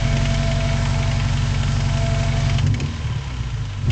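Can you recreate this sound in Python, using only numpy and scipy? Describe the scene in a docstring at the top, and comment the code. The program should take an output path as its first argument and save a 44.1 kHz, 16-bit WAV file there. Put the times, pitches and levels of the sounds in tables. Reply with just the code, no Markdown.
"""Fast-idling engine with throttle blips

A four-cylinder engine is heard close over the open bay. A hand blips the throttle: the revs rise and
sink back, and a second blip begins. Firings ring resonances of the intake and exhaust, over steady tones.
Clicks ring the valve gear, filtered noise makes belts, air, panels and roar, and an accessory whines."""
import sys
import numpy as np
from scipy import signal
from scipy.io import wavfile
from scipy.ndimage import uniform_filter1d

SR = 44100
rng = np.random.default_rng(int(sys.argv[2]) if len(sys.argv) > 2 else 0)


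def int16_out(signal):
    """Quantize to a 16-bit WAV file."""
    q = np.round(np.clip(np.atleast_2d(signal).T, -1, 1) * 32767)
    wavfile.write(sys.argv[1], SR, q.astype(np.int16))


def voltage_ratio(level):
    """Linear amplitude factor for a level in decibels (scalar or array-like)."""
    return 10 ** (np.asarray(level, float) / 20)


N = 172431

# How strongly each exhaust part sounds: t/s, then level/dB of the unevenly fed low pipes,
# the evenly fed pipe, the firing tone, the upper pipes, and the beat once a crank turn
LOAD_LEVELS = [(0, -19.5, -23, -23, -28, -49), (.5, -21.5, -25.5, -24, -31, -55),
               (1, -19.5, -26, -25.5, -33, -45.5), (2.4, -19.5, -24.5, -25.5, -32, -51.5),
               (2.58, -17, -23.5, -26, -32.5, -39), (2.65, -15, -19, -33, -31, -44),
               (2.73, -26, -27, -26, -30, -23), (2.78, -32, -40, -33, -32.5, -35.5),
               (2.84, -31, -26, -27, -33, -40), (2.95, -36, -24, -30, -40.5, -38),
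               (3.07, -38, -34, -26, -44, -40), (3.18, -43, -34.5, -34.5, -51, -47),
               (3.36, -37, -52, -29.5, -44, -35), (3.46, -37, -28, -29.5, -48, -31.5),
               (3.62, -52, -43, -32, -51, -29), (3.72, -45, -47, -35, -53, -41),
               (3.83, -19.5, -34.5, -36, -38.5, -41), (3.9, -18.5, -32, -25, -32.5, -25)]
# Noise of the engine bay: t/s, hiss level/dB (trimmed in bay_noise), intake roar level/dB
BAY_LEVELS = [(0, -30.5, -44.5), (1.87, -32.5, -46), (2.45, -31, -44.5), (2.6, -34, -42.5),
              (2.66, -38.5, -37.5), (2.72, -41, -48), (2.8, -38.5, -34), (2.9, -37.5, -46),
              (3.18, -37, -47), (3.5, -39, -51), (3.82, -40.5, -54), (3.9, -39, -35.5)]


def curve(table, col=1):
    """Join one table column by straight lines in time."""
    a = np.array(table, float)
    return np.interp(np.arange(N) / SR, a[:, 0], a[:, col])


def unit(x):
    """Scale to an rms of 1."""
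    return x / np.sqrt(np.mean(x ** 2))


def band(x, hz, width):
    """Ring a two-pole resonance with a gain of 1 at its centre."""
    return signal.lfilter(*signal.iirpeak(min(hz, .45 * SR), hz / width, fs=SR), x)


def noise_band(hz, width):
    """Make noise at rms 1, narrowed by two passes through a resonance."""
    noise = rng.standard_normal(N)
    return unit(band(band(noise, hz, width), hz, width))


def walk(rate):
    """Wander at random: levels held for 1 / rate seconds, then smoothed twice."""
    hold = int(SR / rate)
    steps = np.repeat(rng.standard_normal(N // hold + 1), hold)
    return 1.12 * uniform_filter1d(uniform_filter1d(steps, hold), hold)[:N]


def strokes(cycle, sizes, scatter_db):
    """Give one click each quarter cycle, sized by cylinder and by chance."""
    quarter = np.floor(4 * cycle).astype(int)
    at = np.flatnonzero(np.diff(quarter)) + 1
    chance = voltage_ratio(scatter_db * rng.standard_normal(400)[:len(at)])
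    out = np.zeros(N)
    out[at] = np.asarray(sizes)[quarter[at] % 4] * chance
    return out


def rumble():
    """Low noise around 63 Hz that follows the level of the firing tone."""
    return voltage_ratio(-21 + curve(LOAD_LEVELS, col=3)) * noise_band(63, 87)


def intake_roar():
    """Noise around 357 Hz that swells and fades."""
    return voltage_ratio(curve(BAY_LEVELS, col=2)) * noise_band(357, 330)


def air_hiss():
    """Air and belt noise in third-octave bands, each flickering by itself."""
    # Shape of the hiss, before scaling to rms 1: f/Hz, level/dB per Hz
    spectrum = [(150, -5), (187, -35.5), (245, -12.5), (316, -34), (602, -22.5), (667, -16.5), (764, -20),
                (831, -18), (1170, -25), (2220, -21.5), (7040, -28), (8630, -28), (11200, -81)]
    # Change of the bands above 4 kHz: t/s, level/dB
    treble = [(0, 1), (2.5, 1), (3.2, -2.5), (3.6, -1), (3.9, 0.5)]
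    flicker_db = 1.5
    points = np.array(spectrum)
    out = 0
    for hz in 150 * 2 ** np.arange(0, 5.95, 1 / 3):
        density_db = np.interp(np.log(hz), np.log(points[:, 0]), points[:, 1])
        # A wider band gathers more power
        db = density_db + 10 * np.log10(hz) + flicker_db * walk(11) + (hz > 4000) * curve(treble)
        out = out + voltage_ratio(db) * noise_band(hz, hz / 3)
    return unit(out)


def panels():
    """Cover and heat shield ring: noise through one resonance for each mode."""
    # Ringing modes: f/Hz, width/Hz, level/dB against the hiss
    modes = [(448.2, 12, -14), (866, 87, -11), (1014, 66, -12), (2238, 60, -14.5), (568.4, 14, -19),
             (1339, 59, -12.5), (1569, 31, -15), (1798, 83, -15), (3036, 370, -12.5), (1690, 30, -19.5),
             (3637, 60, -25.5)]
    # As the listening spot moves over the bay: t/s, then level change/dB of the first four modes
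    viewpoint = [(.6, -2, -3, -1.5, 3), (1.0, -3, 3.5, -0.5, 2), (1.7, -2.5, -1, 1, -3),
                 (2.1, 4, -1.5, -1, 3), (3.1, -1, -5, 3.5, -8.5)]
    changes = [curve(viewpoint, col=k) for k in range(1, 5)] + [0] * len(modes)
    out = 0
    for (hz, width, db), moved in zip(modes, changes):
        ring = unit(band(rng.standard_normal(N), hz, width))
        out = out + voltage_ratio(db + moved + 1.2 * walk(3.37)) * ring
    return out


def bay_noise(cycle):
    """Hiss and panels pulse together, twice a cycle."""
    pulse = 1 + .033 * np.cos(4 * np.pi * (cycle - .05))
    trim_db = -1.01
    return voltage_ratio(curve(BAY_LEVELS) + trim_db) * pulse * (air_hiss() + panels())


def whine():
    """An accessory's wavering sine tone, with a breathy skirt of noise around it."""
    # Loudness: t/s, level/dB
    levels = [(0, -35), (.15, -35.5), (.28, -36), (.4, -32), (.68, -32), (.78, -38.5), (1.05, -36.5),
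              (1.3, -44.5), (1.6, -46.5), (1.88, -40.5), (2.0, -33), (2.5, -36), (2.56, -38.5),
              (2.66, -56.5), (2.72, -60)]
    # Pitch: t/s, f/Hz
    pitch = [(0, 668.8), (.7, 669), (1.2, 671.2), (1.9, 672.7), (2.5, 674.6), (2.7, 680)]
    t = np.arange(N) / SR
    phase = 2 * np.pi * np.cumsum(curve(pitch) * (1 + .00399 * walk(25))) / SR
    tone = np.sqrt(2) * np.sin(phase)
    skirt = voltage_ratio(-8) * unit(band(rng.standard_normal(N), pitch[2][1], 33))
    fade = np.clip((2.8 - t) / .1, 0, 1)  # silent from 2.8 s
    return fade * voltage_ratio(curve(levels) + .8 * walk(15)) * (tone + skirt)


def tappet(hits):
    """Each hit is a click and a short rattle into the modes of the valve gear, weighted anew."""
    # Valve gear modes: f/Hz, level/dB, time to fall by 60 dB/s
    gear_modes = [(2090, -8.5, 0.0075), (2253, -4, 0.035), (2600, -2.5, 0.016), (2866, 0, 0.014),
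                  (3110, 0.5, 0.016), (3460, -10, 0.011), (4080, -8.5, .008), (4920, -4.5, 0.0079),
                  (5460, -4.5, 0.0062), (6400, -5, 0.0046), (7030, -5, 0.0065)]
    rattle_s, mode_scatter_db = .0085, 2.5
    t = np.arange(int(.05 * SR)) / SR
    hz, db, t60 = np.array(gear_modes).T[:, :, None]
    rings = np.sin(2 * np.pi * hz * t) * 1000 ** (-t / t60)
    out = np.zeros(N + 2 * len(t))
    for start_s, level_db, tilt in hits:
        octaves = np.log2(np.minimum(hz, 5000) / 2600)
        chance_db = mode_scatter_db * rng.standard_normal((len(hz), 1))
        gains = voltage_ratio(db + tilt * octaves + chance_db)
        rattle = np.exp(-t / rattle_s) * rng.standard_normal(len(t))
        click = 3.7 * (t == 0)
        y = signal.fftconvolve(rattle + click, np.sum(gains * rings, axis=0))
        i = int(start_s * SR)
        # The level sets the energy of the hit, counted over 14 ms
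        out[i:i + len(y)] += voltage_ratio(level_db) * y / np.sqrt(np.sum(y ** 2) / (.014 * SR))
    return out[:N]


def valve_gear(cycle):
    """A loud tick once a cycle, fainter as the revs sink, and a smaller one about half a cycle later."""
    # Loud ticks up to the top of the blip: t/s, level/dB before the final cut, brightness/dB per octave
    loud = [(0.0769, -30, -4), (0.168, -20.5, 1.5), (0.2546, -19, -4), (0.342, -20.5, 3),
            (0.4309, -26, 5.5), (0.5145, -22, -0.5), (0.6034, -23.5, -4), (0.6894, -22, -10),
            (0.7701, -28, -7.5), (0.8533, -22.5, -2), (0.9429, -25, 3), (1.0275, -22, -3), (1.1138, -23, 4),
            (1.1988, -22, -3), (1.285, -25, -2.5), (1.3713, -22.5, 1.5), (1.4592, -27, 1.5),
            (1.5444, -24.5, -11), (1.6322, -22, -1), (1.719, -26, 0.5), (1.8038, -24.5, 3.5),
            (1.8896, -26, -0.5), (1.9724, -24.5, 4), (2.0636, -25, -2), (2.146, -26, 0.5),
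            (2.2317, -23, -1), (2.3202, -26.5, -8), (2.4034, -27.5, -2), (2.496, -19, -1),
            (2.584, -17.5, -0.5), (2.6657, -23.5, 7), (2.7413, -21.5, 3), (2.801, -20.5, 6),
            (2.8602, -29, 2.5)]
    # Faint ticks while the revs sink: t/s, level/dB before the final cut
    coast_levels = [(2.87, -35.5), (3.3, -31), (3.64, -35), (3.67, -26), (3.8, -39.5), (3.9, -21)]
    scatter_db = 1.0

    def rows(clicks, db):
        """Turn clicks into hits of even brightness."""
        return [(i / SR, db[i] + 20 * np.log10(clicks[i]), 0) for i in np.flatnonzero(clicks)]

    small = strokes(cycle - .04, [0, 0, 1, 0], scatter_db)
    coasting = np.arange(N) > coast_levels[0][0] * SR
    coast = strokes(cycle, [1, 0, 0, 0], scatter_db) * coasting
    hits = loud + rows(coast, curve(coast_levels)) + rows(small, curve(BAY_LEVELS) + 3)
    return voltage_ratio(-8) * tappet(hits)


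def lone_firings():
    """Single firings that stand out as the blips begin and as the revs sink: short rings of one pipe."""
    # The firings: t/s, peak level/dB
    firings = [(2.643, -12.5), (3.047, -16), (3.103, -14), (3.158, -16), (3.271, -22), (3.338, -27),
               (3.401, -18), (3.466, -27), (3.882, -13.5)]
    # The pipe they ring: f/Hz, width of each of two passes/Hz
    lone_pipe = (114, 42)
    x = np.zeros(N)
    for start_s, db in firings:
        x[int(start_s * SR)] = voltage_ratio(db)
    ring = band(band(signal.unit_impulse(SR // 5), *lone_pipe), *lone_pipe)
    return signal.fftconvolve(x, -ring / np.abs(ring).max())[:N]


def pipes(cycle, table):
    """Each pipe hears the four cylinders at its own strengths, equal or not, and rings steeply."""
    out = 0
    for hz, width, db, lag, second, third, fourth in table:
        x = strokes(cycle - lag, [1, second, third, fourth], .4)
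        for _ in range(3):
            x = band(x, hz, 2 * width)
        out = out + voltage_ratio(db) * unit(x)
    return unit(out)


def firing_tone(cycle):
    """A cosine at the firing rate, with wavering ones at a half and three quarters of it."""
    half = voltage_ratio(-12.5 + 1.5 * walk(5)) * np.cos(4 * np.pi * cycle)
    three_quarters = voltage_ratio(-16 + 2.5 * walk(5)) * np.cos(6 * np.pi * (cycle - .03))
    return unit(np.cos(8 * np.pi * (cycle - .02)) + half - three_quarters)


def exhaust(cycle):
    """Firings ring the intake and exhaust pipes, beside the firing tone and its octave."""
    # The four pipe tables share their columns: f/Hz, width/Hz (doubled in pipes), level/dB within
    # the table, lag/cycles, then strength of cylinders 2, 3 and 4 against the first
    # Low pipes fed unevenly
    uneven_pipes = [(106.4, 15.2, 0, .285, .17, .8, 1), (95, 20, -3.3, .196, 0, 0, .69)]
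    # Low pipe fed evenly
    even_pipe = [(139, 10, 0, .133, 1, 1, 1)]
    # Upper pipes
    upper_pipes = [(218.1, 17.6, -7.5, 0.3083, 0, 0.68, 0.44), (231.7, 21.3, -2, 0.2985, 0.98, 0.97, 1),
                   (261.6, 8.4, -12.5, 0.47, 0.53, 1, 0.09), (272.3, 43, -18.5, 0.2988, 0, 1, 1)]
    # Pipes of the beat once a crank turn
    crank_pipes = [(86, 46, -2, 0.09, 0, 1, 0), (127.2, 13, 0, 0.093, 0.013, 0.45, 0)]
    # Octave above the firing tone, heard off idle: t/s, level/dB
    octave_levels = [(2.55, -55), (2.63, -20), (2.72, -35), (2.79, -37), (2.86, -48), (3.0, -49),
                     (3.45, -42), (3.55, -28), (3.66, -32), (3.75, -31), (3.85, -41), (3.91, -23)]
    out = voltage_ratio(curve(LOAD_LEVELS)) * pipes(cycle, uneven_pipes)
    out = out + voltage_ratio(curve(LOAD_LEVELS, col=2)) * pipes(cycle, even_pipe)
    out = out + voltage_ratio(curve(LOAD_LEVELS, col=3)) * firing_tone(cycle)
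    out = out + voltage_ratio(curve(LOAD_LEVELS, col=4)) * pipes(cycle, upper_pipes)
    out = out + voltage_ratio(curve(LOAD_LEVELS, col=5)) * pipes(cycle, crank_pipes)
    octave = np.sqrt(2) * np.cos(16 * np.pi * (cycle - .01))
    return out + voltage_ratio(curve(octave_levels)) * octave + lone_firings()


def scene():
    """Add all sources; those that follow the engine share its four-stroke cycle."""
    # Engine speed: t/s, firing rate/Hz
    speed = [(0, 46.0), (.5, 46.6), (1.3, 46.4), (2.2, 46.3), (2.45, 46.3), (2.53, 46.3), (2.61, 45.5),
             (2.66, 49), (2.72, 55.5), (2.85, 76.6), (2.92, 77.8), (3.0, 75.4), (3.3, 64.3), (3.55, 53.8),
             (3.7, 50), (3.82, 45.8), (3.91, 48)]
    first_tick_s = .0815
    cycle = np.cumsum(curve(speed)) / (4 * SR)  # four firings a cycle
    cycle = 2 + cycle - cycle[int(first_tick_s * SR)]  # a whole number at this moment
    background = rumble() + intake_roar() + bay_noise(cycle) + whine()
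    return (background + valve_gear(cycle) + exhaust(cycle))[None]


def roll_off(x):
    """The treble ends steeply here."""
    return signal.sosfilt(signal.butter(12, 8950, fs=SR, output="sos"), x)


def record(dry):
    """Cut the top of the treble, above 7290 Hz, with a steep low-pass."""
    mix = signal.sosfilt(signal.butter(7, 7290, fs=SR, output="sos"), dry)
    return roll_off(mix)


dry = scene()
out = record(dry)
int16_out(out)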